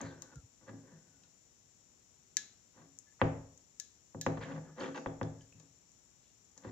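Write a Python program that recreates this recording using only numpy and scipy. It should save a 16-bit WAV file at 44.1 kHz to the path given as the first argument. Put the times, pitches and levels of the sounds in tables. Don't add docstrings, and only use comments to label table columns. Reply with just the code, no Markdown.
import sys
import numpy as np
from scipy import signal
from scipy.fft import rfft, irfft
from scipy.io import wavfile

SR = 44100
rng = np.random.default_rng(int(sys.argv[2]) if len(sys.argv) > 2 else 0)


def materialize(psi):
    bounded = np.clip(np.atleast_2d(psi).T, -1, 1)
    quanta = np.round(bounded * 32767).astype(np.int16)
    wavfile.write(sys.argv[1], SR, quanta)


N = 295934
RING = 32768
T = np.arange(RING) / SR
HZ = np.maximum(np.arange(RING // 2 + 1) * SR / RING, 1)


def undb(db):
    return 10 ** (np.asarray(db) / 20)


def add(track, start_s, sound):
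    start = max(int(start_s * SR), 0)
    track[:, start:start + sound.shape[1]] += sound[:, :N - start]


def pan(left_minus_right_db):
    return undb(np.array([[left_minus_right_db], [-left_minus_right_db]]) / 2)


def fade(t60_s, t=T):
    return np.exp(-np.log(1000) * t / t60_s)


def spectrum(points, hz):
    at_hz, level_db = np.transpose(points)
    return np.interp(np.log(np.maximum(hz, 1)), np.log(at_hz), level_db)


def noise(points, size, channels=2):
    hz = np.arange(size // 2 + 1) * SR / size
    white = rng.standard_normal((channels, size))
    return irfft(rfft(white) * undb(spectrum(points, hz)), size)


def pulse(level_db):
    cepstrum = irfft(level_db * np.log(10) / 20)
    fold = 1 + np.sign(RING / 2 - np.arange(RING)) * (T > 0)
    return irfft(np.exp(rfft(cepstrum * fold)))


def through(x, response):
    return signal.fftconvolve(np.atleast_2d(x), np.atleast_2d(response), axes=1)


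def contact(tilt_db, pivot_hz, cut_hz, q):
    slope_db = tilt_db * np.clip(np.log2(HZ / pivot_hz), -3, 3)
    ratio = cut_hz / HZ
    bass_loss_db = 10 * np.log10((1 - ratio ** 2) ** 2 + (ratio / q) ** 2)
    return pulse(slope_db - bass_loss_db)


def rounded(push, top_hz, order):
    treble_loss_db = 10 * np.log10(1 + (HZ / top_hz) ** (2 * order))
    return through(push, pulse(-treble_loss_db))[:, :RING]


def ring(modes, shift_s=0):
    total = 0
    for k, (hz, level_db, t60_s) in enumerate(modes):
        sign = (-1) ** k
        swing = np.sin(2 * np.pi * hz * (T + sign * shift_s))
        total = total + sign * undb(level_db) * swing * fade(t60_s)
    return total


def ports(x, lag_s):
    return np.array([x, np.interp(T - lag_s, T, x, left=0)])


def room_tail(points, build_s, alike_hz=1300):
    room_t60_s, treble_t60_s = 0.52, 0.34
    left, other = rfft(noise(points, RING))
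    alike = 1 / (1 + (HZ / alike_hz) ** 2)
    field = np.array([left, alike * left + np.sqrt(1 - alike ** 2) * other])
    bass = 1 / (1 + (HZ / 2000) ** 2)
    tail = irfft(field * bass) * fade(room_t60_s) + irfft(field * (1 - bass)) * fade(treble_t60_s)
    return tail * (1 - np.exp(-T / build_s))


def stick_slip(per_s, scatter_db):
    caught = rng.random(RING) < per_s / SR
    direction = rng.choice([-1, 1], RING)
    catches = caught * direction * undb(scatter_db * rng.standard_normal(RING))
    return catches / np.std(catches)


def stroke_level(sound, level_db, length_s):
    energy = np.mean(np.sum(sound ** 2, axis=1))
    return sound * undb(level_db) / np.sqrt(energy / (length_s * SR))


def rim_clicks(echo_s=0.0021, echo_db=-13, room_db=0, chatter_db=-26, chatter_s=0.0045):
    # start_s, level_db, tilt_db_per_octave, contact_hz (resonance), top_hz (treble limit),
    # left_minus_right_db (before the right-hand shade), ring_db (ring, room and chatter against the crack)
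    slips = [(0.014, -48, 12, 6500, 7900, 32, 2.5), (0.2210, -22.5, 3.5, 2360, 14900, 3.5, 1.5),
             (0.357, -44.5, 9, 2980, 11000, 13, 6), (1.235, -48, 2.5, 2730, 6950, 5, 11),
             (2.3694, -5.5, -1.5, 550, 14000, 3, 0), (2.988, -30, 10.5, 7820, 7660, 11.5, 4),
             (3.576, -46.5, 0.5, 6700, 11150, 1.5, 2.5), (3.7996, -15, 1, 1860, 14700, 6, 0.5),
             (4.213, -15, 1.5, 1500, 18400, -4.5, 4), (4.2144, -32, 15.5, 2190, 15000, 11, 8.5),
             (4.2641, -36.5, 0, 2050, 9100, 0, 14), (5.231, -46.5, -6, 4800, 8000, 1.5, 5.5),
             (5.5987, -42, 2, 2510, 11000, 7.5, 6), (5.918, -51, 2, 7150, 10900, 0.5, -2),
             (6.577, -42.5, -9, 6800, 8000, 1, 7)]
    # pitch_hz, level_db, t60_s (time to fall by 60 dB)
    steel_modes = [(1710, -39.5, 0.12), (1960, -36.5, 0.024), (1703, -45, 0.25), (2420, -52.5, 0.03),
                   (2600, -38, 0.014), (3200, -38, 0.019), (4270, -38, 0.031), (3940, -35, 0.031),
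                   (4010, -52, .33), (4013, -55.5, 0.32), (4830, -52, 0.017), (5160, -37.5, 0.045),
                   (5670, -37, 0.06), (6000, -48.5, 0.042), (6500, -37.5, 0.13), (5970, -54, .2),
                   (7250, -46, 0.04), (6700, -46, 0.11)]
    # pitch_hz, level_db
    crack_colour = [(200, -67), (1100, -60), (2000, 2), (3000, -23), (4100, 1.5), (5200, 4), (6400, 16.5),
                    (7200, 13), (8000, -1.5), (9200, -14.5), (15000, -11.5)]
    # pitch_hz, level_db
    tail_colour = [(100, -21), (250, -24), (600, -45), (1200, -49.5), (1750, -40), (3000, -43), (4000, -33),
                   (4600, -38), (6600, -25), (7400, -31), (8800, -61.5), (15000, -56)]
    # pitch_hz, level_db
    right_shade = [(4500, 4), (5500, -2.5), (6500, -8), (7500, -10), (9000, -1)]
    firm_q, q_doubling_db = 0.18, 10
    lag_s = 0.000035
    out = np.zeros((2, N))
    crack = pulse(spectrum(crack_colour, HZ))
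    echo = undb(echo_db) * np.interp(T - echo_s, T, crack, left=0)
    snap = ports(crack + echo, lag_s)
    room = undb(room_db) * room_tail(tail_colour, build_s=0.0038)
    rings = ports(ring(steel_modes), lag_s) + room
    for start_s, level_db, tilt_db, contact_hz, top_hz, pan_db, ring_db in slips:
        chatter = undb(chatter_db) * noise(crack_colour, RING) * np.exp(-T / chatter_s)
        q = firm_q * 2 ** (-level_db / q_doubling_db)
        push = rounded(contact(tilt_db, 7200, contact_hz, q), top_hz, order=4)
        response = snap + undb(ring_db) * (rings + chatter)
        add(out, start_s, undb(level_db) * pan(pan_db) * through(push, response))
    shaded_right = through(out[1], pulse(spectrum(right_shade, HZ)))[0, :N]
    return np.array([out[0], shaded_right])


def rubs(width_hz=35, lag_s=0.00006):
    # start_s, length_s, pitch_hz, slide_hz_per_s, level_db
    strokes = [(0, 0.32, 1610, -380, -66.5), (0.295, .12, 1530, -1700, -69), (0.818, 0.54, 1600, -350, -82),
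               (3.064, 0.083, 1730, 6, -75), (4.622, 0.6, 1720, 11, -77), (5.388, 0.083, 1700, 4, -77.5)]
    attack_s = 0.0054
    upper_ratio, upper_db = 1.17, -12
    out = np.zeros((2, N))
    for start_s, length_s, hz, slide_hz_per_s, level_db in strokes:
        pressure = np.minimum(T / attack_s, 1) * np.sqrt(np.maximum(1 - T / length_s, 0))
        force = pressure * stick_slip(per_s=1500, scatter_db=2)
        swing = through(force, np.exp(-np.pi * width_hz * T))[0, :RING]
        phase = 2 * np.pi * np.cumsum(hz + slide_hz_per_s * T) / SR
        modes = np.sin(phase) + undb(upper_db) * np.sin(upper_ratio * phase)
        add(out, start_s, stroke_level(ports(swing * modes, lag_s), level_db, length_s))
    return out


def burrs(length_s, hz, spread_octaves):
    burrs_per_s, t60_s, scatter_db = 480, 0.018, 3.5
    out = np.zeros((1, N))
    t = T[:int(t60_s * SR)]
    count = int(length_s * burrs_per_s) + 1
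    chance = rng.standard_normal((256, 3))
    for k, (shift, detune, size) in enumerate(chance[:count]):
        start_s = (k + 0.5 * shift) / burrs_per_s
        pressure = np.sqrt(np.sin(np.pi * (k + 0.5) / (length_s * burrs_per_s + 1)))
        spot_hz = hz * 2 ** (spread_octaves * detune)
        spot = np.sin(2 * np.pi * spot_hz * t) * fade(t60_s, t)
        add(out, start_s, pressure * undb(scatter_db * size) * spot[None])
    return out[:, :RING]


def tip(lag_s=0.00003, room_db=-34):
    # start_s, length_s, centre_hz, spread_octaves, level_db
    rasps = [(0, 0.075, 1817, 0.17, -58.5), (0.005, 0.13, 4020, 0.15, -68), (0.682, 0.02, 1850, 0.19, -58),
             (0.833, 0.17, 1730, 0.12, -76), (3.194, 0.033, 1740, 0.37, -57),
             (4.406, 0.052, 2160, 0.32, -55), (4.458, 0.028, 1800, 0.28, -64),
             (4.496, 0.041, 1915, 0.45, -58.5), (4.579, 0.012, 1500, 0.21, -62.5),
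             (4.657, 0.065, 1220, 0.34, -67), (4.788, 0.091, 1665, 0.3, -51.5),
             (4.947, 0.044, 1910, 0.38, -57), (4.795, 0.094, 3100, 0.17, -60),
             (4.781, 0.082, 6170, .15, -61), (4.953, 0.036, 6250, 0.079, -63),
             (5.406, 0.018, 6300, 0.2, -65), (6.209, 0.1, 3810, 0.36, -78.5)]
    # start_s, pitch_hz, level_db (start of the ring, before panning)
    ticks = [(4.436, 1690, -36.5), (4.436, 3200, -48.5), (4.805, 4480, -42.5), (4.8098, 3150, -41.5),
             (5.072, 3430, -51), (5.23, 1680, -45), (5.2302, 3480, -48.5), (5.4098, 3060, -56),
             (5.5258, 2600, -54)]
    tick_t60_s, tick_left_minus_right_db = 0.013, -7.5
    out = np.zeros((2, N))
    direct = ports(1. * (T == 0), 0)
    air = direct + room_tail([(1000, room_db)], build_s=0.0027)
    for start_s, length_s, hz, spread_octaves, level_db in rasps:
        rasp = ports(burrs(length_s, hz, spread_octaves)[0], lag_s)
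        add(out, start_s, stroke_level(through(rasp, air), level_db, length_s))
    for start_s, hz, level_db in ticks:
        tick = ports(ring([(hz, level_db, tick_t60_s)]), lag_s)
        add(out, start_s, pan(tick_left_minus_right_db) * through(tick, air))
    return out


def desk(room_db=0, right_db=-1.16, chatter_db=-24, chatter_s=0.0065):
    # pitch_hz, level_db, t60_s
    pump_modes = [(531.7, -22, 0.056), (930, -39, 0.075), (1080, -14, 0.00282), (1586, -33.5, 0.024),
                  (2275, -36.5, 0.016), (3094, -30.5, 0.012), (6244, -56.5, 0.017)]
    # pitch_hz, level_db, t60_s
    desk_modes = [(83.4, -40.5, 0.65), (111, -28, 0.47), (152, -32.5, 0.48), (160, -29, 0.42),
                  (200.6, -49, 0.66), (243.8, -38, 0.45), (273.2, -30.5, 0.5), (326, -47, 0.18),
                  (310.5, -42, 0.3), (344, -36.5, 0.33), (365.4, -38, .3), (380, -30.5, 0.24),
                  (451, -38, 0.3), (479, -36, 0.13), (514, -34, 0.42), (579.2, -36, 0.22),
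                  (674.6, -41.5, 0.43), (747, -42.5, 0.39), (792, -37.5, 0.38), (869, -43.5, 0.46),
                  (920, -43.5, 0.3), (953, -44, 0.24), (1072, -44.5, 0.18), (1139, -47.5, 0.2),
                  (1300, -47.5, 0.3), (1513, -46, 0.28), (2210, -50.5, 0.3)]
    # pitch_hz, level_db
    crack_colour = [(60, -8.5), (200, 20), (500, 2), (1100, 17), (2000, 4), (3200, -2), (4300, -20),
                    (7000, -33.5), (9000, -38), (15000, -52)]
    # pitch_hz, level_db
    tail_colour = [(30, -17), (60, -21.5), (100, -14.5), (300, -20.5), (550, -15), (680, -22), (950, -23.5),
                   (1400, -30.5), (2000, -32), (3000, -40.5), (4500, -50), (7000, -42), (9000, -81),
                   (15000, -96)]
    crack = ports(ring(pump_modes) - pulse(spectrum(crack_colour, HZ)), lag_s=0.00007)
    chatter = undb(chatter_db) * noise(crack_colour, RING) * np.exp(-T / chatter_s)
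    boom = np.array([ring(desk_modes), ring(desk_modes, shift_s=0.00026)]) * (1 - np.exp(-T / 0.0046))
    room = undb(room_db) * room_tail(tail_colour, build_s=0.02, alike_hz=688)
    return (crack + chatter + boom + room) * undb([[0], [right_db]])


def knocks(wood, shudder_pan_db=4):
    # start_s, level_db, low_cut_hz, cut_sharpness
    hits = [(0.028, -25.5, 70, 0.65), (0.623, -46, 200, .7), (0.733, -31, 227, 1.6),
            (0.837, -38.5, 380, 1.3), (0.917, -42, 200, 2.3), (3.2155, 0.5, 67.4, 0.92),
            (4.147, -21, 160, 1.07), (4.2644, -4, 150, 0.96), (4.382, -24.5, 450, 0.54),
            (4.501, -29.5, 170, 2.3), (4.578, -23, 400, 0.93), (4.664, -36, 300, 0.94),
            (5.0608, -9.5, 120, 0.4), (5.2135, -10, 106, 0.89), (5.546, -47, 160, 1.7),
            (5.603, -40, 380, 0.81), (6.648, -23.5, 150, 0.89)]
    # pitch_hz, level_db
    shudder_colour = [(15, -27.5), (45, -20), (70, -23.5), (130, -48), (500, -100)]
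    shudder_t60_s = 0.66
    tilt_at_0_db, tilt_per_db = 0.5, 0.1945
    top_hz_at_0_db, octave_db = 4300, 14.5
    out = np.zeros((2, N))
    for start_s, level_db, cut_hz, q in hits:
        tilt_db = tilt_at_0_db + tilt_per_db * level_db
        top_hz = top_hz_at_0_db * 2 ** (level_db / octave_db)
        push = rounded(contact(tilt_db, 580, cut_hz, q), top_hz, order=2)
        shudder = noise(shudder_colour, RING, channels=1) * fade(shudder_t60_s)
        knock = through(push, wood)[:, :RING] + pan(shudder_pan_db) * shudder
        add(out, start_s, undb(level_db) * knock)
    return out


def drags(wood):
    # (time_s, level_db above 700 Hz)
    pushes = [(256, 1.5, [(0.0, -48.5), (0.026, -54), (0.202, -71.5), (0.224, -65.5), (0.272, -73),
              (0.34, -63.5)]), (160, 0, [(0.59, -98), (0.614, -68.5), (0.652, -77), (0.68, -57),
              (0.692, -52.5), (0.71, -76), (0.81, -76), (0.93, -71), (1.0, -84), (1.28, -83.5)]),
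              (150, 1.5, [(2.74, -77), (2.788, -60.5), (2.88, -77.5)]), (155, 0.5, [(4.37, -48),
              (4.406, -63.5), (4.448, -56.5), (4.485, -50.5), (4.56, -53.5), (4.62, -73), (4.66, -65.5),
              (4.71, -71)]), (520, 3, [(4.405, -54), (4.425, -45), (4.437, -59.5), (4.445, -65)]),
              (265, 0.5, [(4.76, -66), (4.78, -49), (4.795, -47), (4.862, -45.5), (4.885, -48.5),
              (4.9, -62)]), (290, 2.5, [(4.942, -57), (4.946, -47.5), (4.98, -44), (4.99, -59)]),
              (258, 1.5, [(5.53, -92), (5.6, -73), (5.68, -85)]), (136, 1.3, [(6.56, -80), (6.57, -69.5),
              (6.62, -74.5), (6.644, -54.5), (6.7, -59)])]
    # pitch_hz, level_db
    grain = [(300, 4), (700, -1), (1600, 0.5), (2500, -3.5), (3300, -1.5), (4500, 9), (7000, 5.5),
             (10000, -14)]
    judder_q, catches_per_s, catch_scatter_db, scrape_hz = 1.4, 1100, 4, 700
    out = np.zeros((2, N))
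    grainy = through(pulse(spectrum(grain, HZ)), wood)[:, :RING]
    for judder_hz, tilt_db, curve in pushes:
        time_s, level_db = np.transpose(curve)
        push_db = np.interp(time_s[0] + T, time_s, level_db)
        moving = T < time_s[-1] - time_s[0]
        force = stick_slip(catches_per_s, catch_scatter_db) * undb(push_db) * moving
        body = through(contact(tilt_db, 600, judder_hz, judder_q), grainy)[:, :RING]
        scrape_gain = np.sqrt(np.mean(np.abs(rfft(body)) ** 2 * (HZ > scrape_hz)))
        add(out, time_s[0], through(force, body / scrape_gain))
    return out


def bumps():
    # start_s, length_s, pitch_hz, level_db
    grips = [(0.352, 0.04, 138, -43.5), (0.358, 0.058, 66, -49), (0.43, 0.034, 102, -51.5),
             (6.654, 0.042, 87, -50), (6.665, 0.036, 160, -47)]
    out = np.zeros((2, N))
    for start_s, length_s, hz, level_db in grips:
        size = int(length_s * SR)
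        swing = np.hanning(size) * np.sin(2 * np.pi * hz * T[:size])
        add(out, start_s, undb(level_db) * swing[None])
    return out


def background():
    # pitch_hz, level_db (against white noise of unit power)
    rumble = [(20, -84), (45, -60), (70, -55.5), (110, -56.5), (200, -59), (450, -68), (1000, -83),
              (3000, -86.5), (9000, -100)]
    # pitch_hz, level_db (same reference)
    hiss = [(20, -85.5), (100, -54), (1500, -69.5), (4500, -70), (6000, -71.5), (8200, -83.5),
            (14500, -82.5)]
    # pitch_hz, level_db (same reference)
    left_hiss = [(4000, -105), (4900, -72), (5400, -58.5), (6000, -54), (6400, -60.5), (6900, -52),
                 (7300, -50), (7600, -62.5), (7900, -63), (8400, -100)]
    left_only = np.array([[1], [0]])
    return noise(rumble, N, channels=1) + noise(hiss, N) + left_only * noise(left_hiss, N, channels=1)


def scene():
    wood = desk()
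    steel = rim_clicks() + rubs() + tip()
    pump = knocks(wood) + drags(wood)
    return steel + pump + bumps() + background()


def record(dry):
    low_pass = signal.ellip(8, 0.2, 70, 15500, fs=SR, output="sos")
    return signal.sosfilt(low_pass, dry)


dry = scene()
out = record(dry)
materialize(out)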